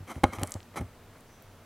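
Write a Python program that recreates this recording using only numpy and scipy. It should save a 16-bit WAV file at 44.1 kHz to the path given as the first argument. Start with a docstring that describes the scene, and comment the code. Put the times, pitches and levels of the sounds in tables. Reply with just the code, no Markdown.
"""In a small room, a rabbit bites a raw leafy vegetable in a thin plastic dish beside a microphone.
Leaves tear in short rasps made of many fibre impulses; crisp ribs snap as brief damped clicks.
Each tug knocks the vegetable on the dish, a force pulse exciting decaying modes, with a leafy rattle.
Then it chews almost silently, with a few faint tears and snaps, over filtered-noise hiss, a low
wavering hum and a faint thin whistle. A weak diffuse tail follows the eating sounds."""
import sys
import numpy as np
from scipy import signal
from scipy.fft import rfft, irfft
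from scipy.io import wavfile

SR = 44100
rng = np.random.default_rng(int(sys.argv[2]) if len(sys.argv) > 2 else 0)


def put_to_file(sound):
    """Save the sound as 16-bit audio at rate SR, in the file named by the first command-line argument."""
    columns = np.atleast_2d(sound).T  # one column per channel
    safe = np.clip(columns, -1, 1)
    whole_steps = np.round(safe * 32767)
    wavfile.write(sys.argv[1], SR, whole_steps.astype(np.int16))


N = 72765  # length in samples


def amp(db):
    """Level law: converts decibels to an amplitude ratio."""
    return 10 ** (np.asarray(db) / 20)


def evened(x):
    """Normalization: scales a signal to unit rms."""
    return x / np.sqrt(np.mean(x ** 2) + 1e-20)


def read(points, hz):
    """Logarithmic frequency scale: interpolates a table along log f."""
    f, value = np.transpose(points)
    return np.interp(np.log(hz + 1), np.log(f), value)


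def add(mix, s, sound):
    """Superposition: adds a sound into the mix from time s."""
    part = mix[max(round(s * SR), 0):][:len(sound)]
    part += sound[:len(part)]


def coloured(x, db_at):
    """Minimum-phase filtering: the phase is the Hilbert transform of the log gain."""
    hz = abs(np.fft.fftfreq(4096, 1 / SR))
    log_gain = np.log(amp(db_at(hz)))
    taps = np.fft.ifft(np.exp(np.conj(signal.hilbert(log_gain)))).real
    causal_taps = taps[:len(taps) // 2]
    return signal.fftconvolve(x, causal_taps)[:len(x)]


def shaped_noise(points):
    """Spectral shaping: white noise weighted in frequency, then set to unit rms."""
    gain = amp(read(points, np.fft.rfftfreq(N, 1 / SR)))
    return evened(irfft(rfft(rng.standard_normal(N)) * gain, N))


def narrow_noise(hz, width_hz):
    """Modulation: slow complex Gaussian noise on a carrier makes a wavering tone."""
    white = rng.standard_normal(N) + 1j * rng.standard_normal(N)
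    band = np.exp(-(np.fft.fftfreq(N, 1 / SR) / width_hz) ** 2)
    slow = np.fft.ifft(white * band)
    carrier = np.exp(2j * np.pi * np.cumsum(hz * np.ones(N)) / SR)
    return evened((slow * carrier).real)


# spectral density of the room noise, relative: f/Hz, level/dB (per Hz)
ROOM_NOISE = [(12, -87), (20, 1.5), (44, -6), (68, -10), (101, -3), (203, -9), (247, -5.5), (284, -10.5),
              (693, -12), (754, -14.5), (891, -13.5), (5950, -31), (15800, -35)]
# density of the noise that is opposite in the two channels, relative: f/Hz, level/dB (per Hz)
SIDE_NOISE = [(12, -18), (20, -6), (110, -21), (172, -18), (942, -23), (1470, -30), (3600, -22.5),
              (15800, -22)]
HISS_DB, SIDE_HISS_DB = -54.5, -68  # rms levels


def hiss():
    """Stationary noise: a common part, plus a trace in opposite polarity in the two channels."""
    side = amp(SIDE_HISS_DB) * shaped_noise(SIDE_NOISE)
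    return amp(HISS_DB) * shaped_noise(ROOM_NOISE) + np.array([side, -side])


HUM_HZ, HUM_WIDTH_HZ, HUM_DB = 97, 12, -61.5


def hum():
    """Narrow-band noise: a small bandwidth gives a low pitch with slow random wavering."""
    return amp(HUM_DB) * narrow_noise(HUM_HZ, HUM_WIDTH_HZ)


# course of the faint thin whistle: t/s, f/Hz, level/dB
WHISTLE_PATH = [(1.24, 6120, -88), (1.31, 6000, -69), (1.39, 5980, -72), (1.461, 5770, -75),
                (1.53, 5930, -85)]
WHISTLE_WIDTH_HZ = 370


def whistle():
    """Frequency modulation: narrow-band noise whose centre and level glide between points."""
    t = np.arange(N) / SR
    s, hz, db = np.transpose(WHISTLE_PATH)
    level = amp(np.interp(t, s, db))
    return level * narrow_noise(np.interp(t, s, hz), WHISTLE_WIDTH_HZ)


BEND_HZ = 1200


def bent(x, order=4):
    """Dispersion of bending waves: all-pass sections delay notes below BEND_HZ after the treble."""
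    r = np.exp(-2 * np.pi * BEND_HZ / SR)
    return signal.sosfilt([[-r, 1, 0, 1, -r, 0]] * order, x)


# modes of the loaded dish: f/Hz, level/dB (relative), decay time t60/s
DISH_MODES = [(99.3, -2, 0.081), (153, -4.5, 0.032), (268.4, -5, 0.037), (351.4, -7.5, 0.036),
              (534, -12, 0.041), (610, -24, 0.17), (821, -1, 0.031), (1086, -5, 0.013), (1253, -22, 0.15),
              (1429, -27.5, 0.094), (1595, -15, 0.013), (1830, -12.5, 0.016), (2157, -4.5, 0.017),
              (2800, -17, 0.016), (3130, -8.5, 0.016), (3670, -14, .02), (3960, -11.5, 0.022),
              (5950, -12, 0.028)]
CRACK_DB, CRACK_S = -6, 0.00042  # contact crack, relative to the modes


def dish_ring():
    """Modal superposition: damped sinusoids plus a short contact crack, spread by dispersion."""
    t = np.arange(SR // 4) / SR
    modes = sum(amp(db - 60 * t / t60) * np.sin(2 * np.pi * hz * t) for hz, db, t60 in DISH_MODES)
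    crack = np.exp(-t / CRACK_S) * (1 - t / CRACK_S)
    return bent(modes + amp(CRACK_DB) * crack)


# blows of the vegetable on the dish: t/s, level/dB, hardness f/Hz, rattle level/dB (re the blow)
BLOWS = [(.004, -31.5, 278, -14.5), (.025, -34, 318, -13), (0.1621, -25, 327, -21), (0.177, -29, 483, -26),
         (0.2331, -16, 520, -36), (0.2361, -16, 2800, -40), (0.2398, -9, 4400, -8), (0.374, -29, 169, -10),
         (0.3857, -33.5, 2170, -9), (0.394, -30, 387, -19), (0.413, -26, 240, -4.5),
         (0.4182, -48, 2440, -16), (0.4264, -19.5, 426, -28), (0.4344, -27, 1333, 0), (0.543, -56, 400, -5),
         (0.5528, -25.5, 516, -15), (0.562, -35.5, 328, -2), (0.797, -27.5, 460, -11),
         (0.8069, -22, 370, -28), (.812, -18, 337, -18), (0.823, -30, 377, -29.5),
         (.842, -34.5, 256, -18.5), (1.157, -56.5, 2450, 11)]
RATTLE_S, RATTLE_LOW_HZ, RATTLE_HIGH_HZ = 0.0096, 265, 990
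DISH_LOW_HZ, SUB_HZ = 69.6, 50  # high-pass corners


def knocks():
    """Impact excitation: a softer blow has a longer force pulse, so it excites less treble.

    Loose leaves rattle briefly from each blow, as decaying band-passed noise."""
    ring = dish_ring()
    t = np.arange(len(ring)) / SR
    band = signal.butter(2, [RATTLE_LOW_HZ, RATTLE_HIGH_HZ], "bandpass", fs=SR, output="sos")
    bursts = rng.standard_normal((len(BLOWS), len(t))) * np.exp(1 - t / RATTLE_S)
    rattles = signal.sosfilt(band, bursts)
    out = np.zeros(N)
    for (s, db, hard_hz, rattle_db), rattle in zip(BLOWS, rattles):
        force = t ** 2 * np.exp(-2 * np.pi * hard_hz * t)
        struck = signal.fftconvolve(force / force.sum(), ring)[:len(t)]
        add(out, s, amp(db) * (struck + amp(rattle_db) * rattle))
    # subtracting the low-passed part leaves a gentle high-pass
    out = out - signal.lfilter(*signal.butter(1, SUB_HZ, fs=SR), out)
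    return signal.sosfilt(signal.butter(2, DISH_LOW_HZ, "highpass", fs=SR, output="sos"), out)


# reverberation of the room: f/Hz, decay time t60/s
ROOM_DECAY = [(80, 0.63), (300, 0.12), (1200, 0.47), (3000, 0.73), (8000, 0.36), (16000, 0.11)]
# colour of the reverberation: f/Hz, level/dB
ROOM_TONE = [(40, -9), (150, -1), (560, 0), (820, -14), (1250, -5.5), (2500, -12), (5000, -11),
             (16000, 4.5)]
ROOM_DB, ROOM_RISE_S = -13.5, 0.017


def room(x):
    """Diffuse reverberation: a noise tail builds up, and each band decays at its own rate."""
    hz, t, bands = signal.stft(rng.standard_normal(SR // 2), SR, nperseg=256)
    decay = amp(-60 * t / read(ROOM_DECAY, hz)[:, None])
    tail = signal.istft(bands * decay, SR)[1]
    tail = tail * np.minimum(np.arange(len(tail)) / SR / ROOM_RISE_S, 1)
    wet = signal.fftconvolve(x, tail / np.linalg.norm(tail))[:N]
    return amp(ROOM_DB) * coloured(wet, lambda f: read(ROOM_TONE, f))


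# colour of tearing: f/Hz, level/dB
LEAF_COLOUR = [(40, -21), (200, 0), (550, -8), (1100, -11), (1650, -16.5), (2200, -3), (2800, -30),
               (4700, -26), (6500, -22.5), (10500, -21.5), (13000, -27.5), (16000, -49)]
# resonances of the hollow of the dish: f/Hz, width f/Hz, lift level/dB
HOLLOW_RESONANCES = [(744, 450, 6.5), (1260, 280, 12), (2220, 310, -2.5), (3137, 435, 17.5),
                     (3980, 120, 12), (6000, 520, 7)]


def leaf_colour(f):
    """Resonance: peaks or dips in level stand on the broad spectrum of tearing."""
    lift = sum(db / (1 + (2 * (f - hz) / width) ** 2) for hz, width, db in HOLLOW_RESONANCES)
    return read(LEAF_COLOUR, f) + lift


def dull(x):
    """Zero-phase low-pass filtering: keeps what lies below the crisp treble."""
    crisp_hz = 4500
    return signal.filtfilt(*signal.butter(2, crisp_hz, fs=SR), x)


# leaves tearing: start t/s, rise t/s, hold t/s, release t/s, level/dB, treble level/dB (relative)
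LEAF_TEARS = [(0.066, 0.018, 0.017, .012, -45.5, 0), (.094, 0.0095, 0.014, 0.021, -38.5, -2),
              (0.135, 0.0051, 0.023, 0.053, -53, 2.5), (0.322, 0.012, 0.0032, 0.012, -36, -2.5),
              (0.34, 0.0084, 0.014, 0.021, -43.5, 1.5), (0.383, 0.00087, 0.026, 0.069, -45, -2),
              (0.461, 0.0096, 0.039, 0.072, -51, -0.5), (0.737, .005, 0.0055, 0.015, -50.5, -13),
              (.7575, 0.0013, 0.0079, 0.0065, -35.5, -2.5), (0.766, 0.0041, 0.0057, 0.026, -33, -1),
              (0.806, .003, .003, 0.013, -48, 2.5), (1.118, 0.028, 0.024, 0.075, -63, -4)]
FIBRES_PER_S, FIBRE_SPREAD_DB = 10000, 2
CRUMBS_PER_S, CRUMB_DB = 110, 14


def tears():
    """Random impulse train: fibres give way in thousands per second, with stray crumbs in the treble."""
    t, out = np.arange(N) / SR, np.zeros(N)
    fibre_size = amp(FIBRE_SPREAD_DB * np.minimum(rng.exponential(1, N), 4))
    fibres = (rng.random(N) < FIBRES_PER_S / SR) * rng.choice([-1, 1], N) * fibre_size
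    crumbs = (rng.random(N) < CRUMBS_PER_S / SR) * rng.standard_normal(N) * amp(CRUMB_DB)
    for s, rise, hold, release, db, crisp_db in LEAF_TEARS:
        corners = s + np.cumsum([0, rise, hold, release])
        pull = amp(db) * np.interp(t, corners, [0, 1, 1, 0])
        rasp = rng.permutation(fibres)  # the same fibres in a new order
        crackle = rasp + rng.permutation(crumbs)
        treble = crackle - dull(crackle)
        out += pull * (dull(rasp) + amp(crisp_db) * treble)
    # levels are relative to the coloured fibres alone
    return coloured(out, leaf_colour) / np.std(coloured(fibres, leaf_colour))


# crisp ribs snapping between the teeth: t/s, level/dB, pitch f/Hz, width f/Hz
RIB_SNAPS = [(0.126, -43, 10000, 6000), (.1575, -34.5, 1820, 1930), (.2362, -21, 9800, 5000),
             (.2399, -19, 5200, 5500), (.2407, -23, 8500, 3500), (0.3347, -26.5, 8200, 9000),
             (0.3858, -27, 2040, 2930), (.396, -35, 8050, 6000), (.418, -31.5, 11100, 9000),
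             (0.4341, -12, 8400, 5200), (0.4333, -17.5, 2780, 3780), (.4737, -26.5, 8800, 4500),
             (0.4776, -34, 7550, 5000), (.4957, -34, 9500, 6000), (0.5082, -29, 11000, 4930),
             (0.52, -18, 7840, 4270), (0.5233, -25, 7400, 3500), (0.5409, -21.5, 7140, 6000),
             (0.6044, -36.5, 3100, 2420), (.630, -40, 4536, 2950), (1.184, -50, 9700, 3000),
             (1.208, -42, 9200, 6000), (1.4235, -37, 13200, 6000)]
SPLINTER_DB, SPLINTER_S = -23, .0011  # relative to the break, decay time


def snaps():
    """Impulse response: a fracture and its tiny splinters excite a damped click of a few cycles."""
    t, out = np.arange(SR // 50) / SR, np.zeros(N)
    grits = rng.standard_normal((len(RIB_SNAPS), len(t)))
    for (s, db, hz, width_hz), grit in zip(RIB_SNAPS, grits):
        age = np.pi * width_hz * t
        click = age * np.exp(1 - age) * np.sin(2 * np.pi * hz * t)
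        splinters = amp(SPLINTER_DB) * grit * np.exp(-t / SPLINTER_S)
        fracture = (t == 0) + splinters
        add(out, s, amp(db) * signal.fftconvolve(fracture, click))
    return out


def scene():
    """Superposition: direct eating sounds, their reverberation and the background add linearly."""
    background = hiss() + hum() + whistle()
    eating = knocks() + tears() + snaps()
    return eating + room(eating) + background


def record(dry):
    """Band limiting: a linear-phase low-pass filter removes the highest treble."""
    edge_hz = 16000
    taps = signal.firwin(255, edge_hz, window=("kaiser", 8), fs=SR)
    return signal.oaconvolve(dry, taps[None], "same")


dry = scene()
out = record(dry)
put_to_file(out)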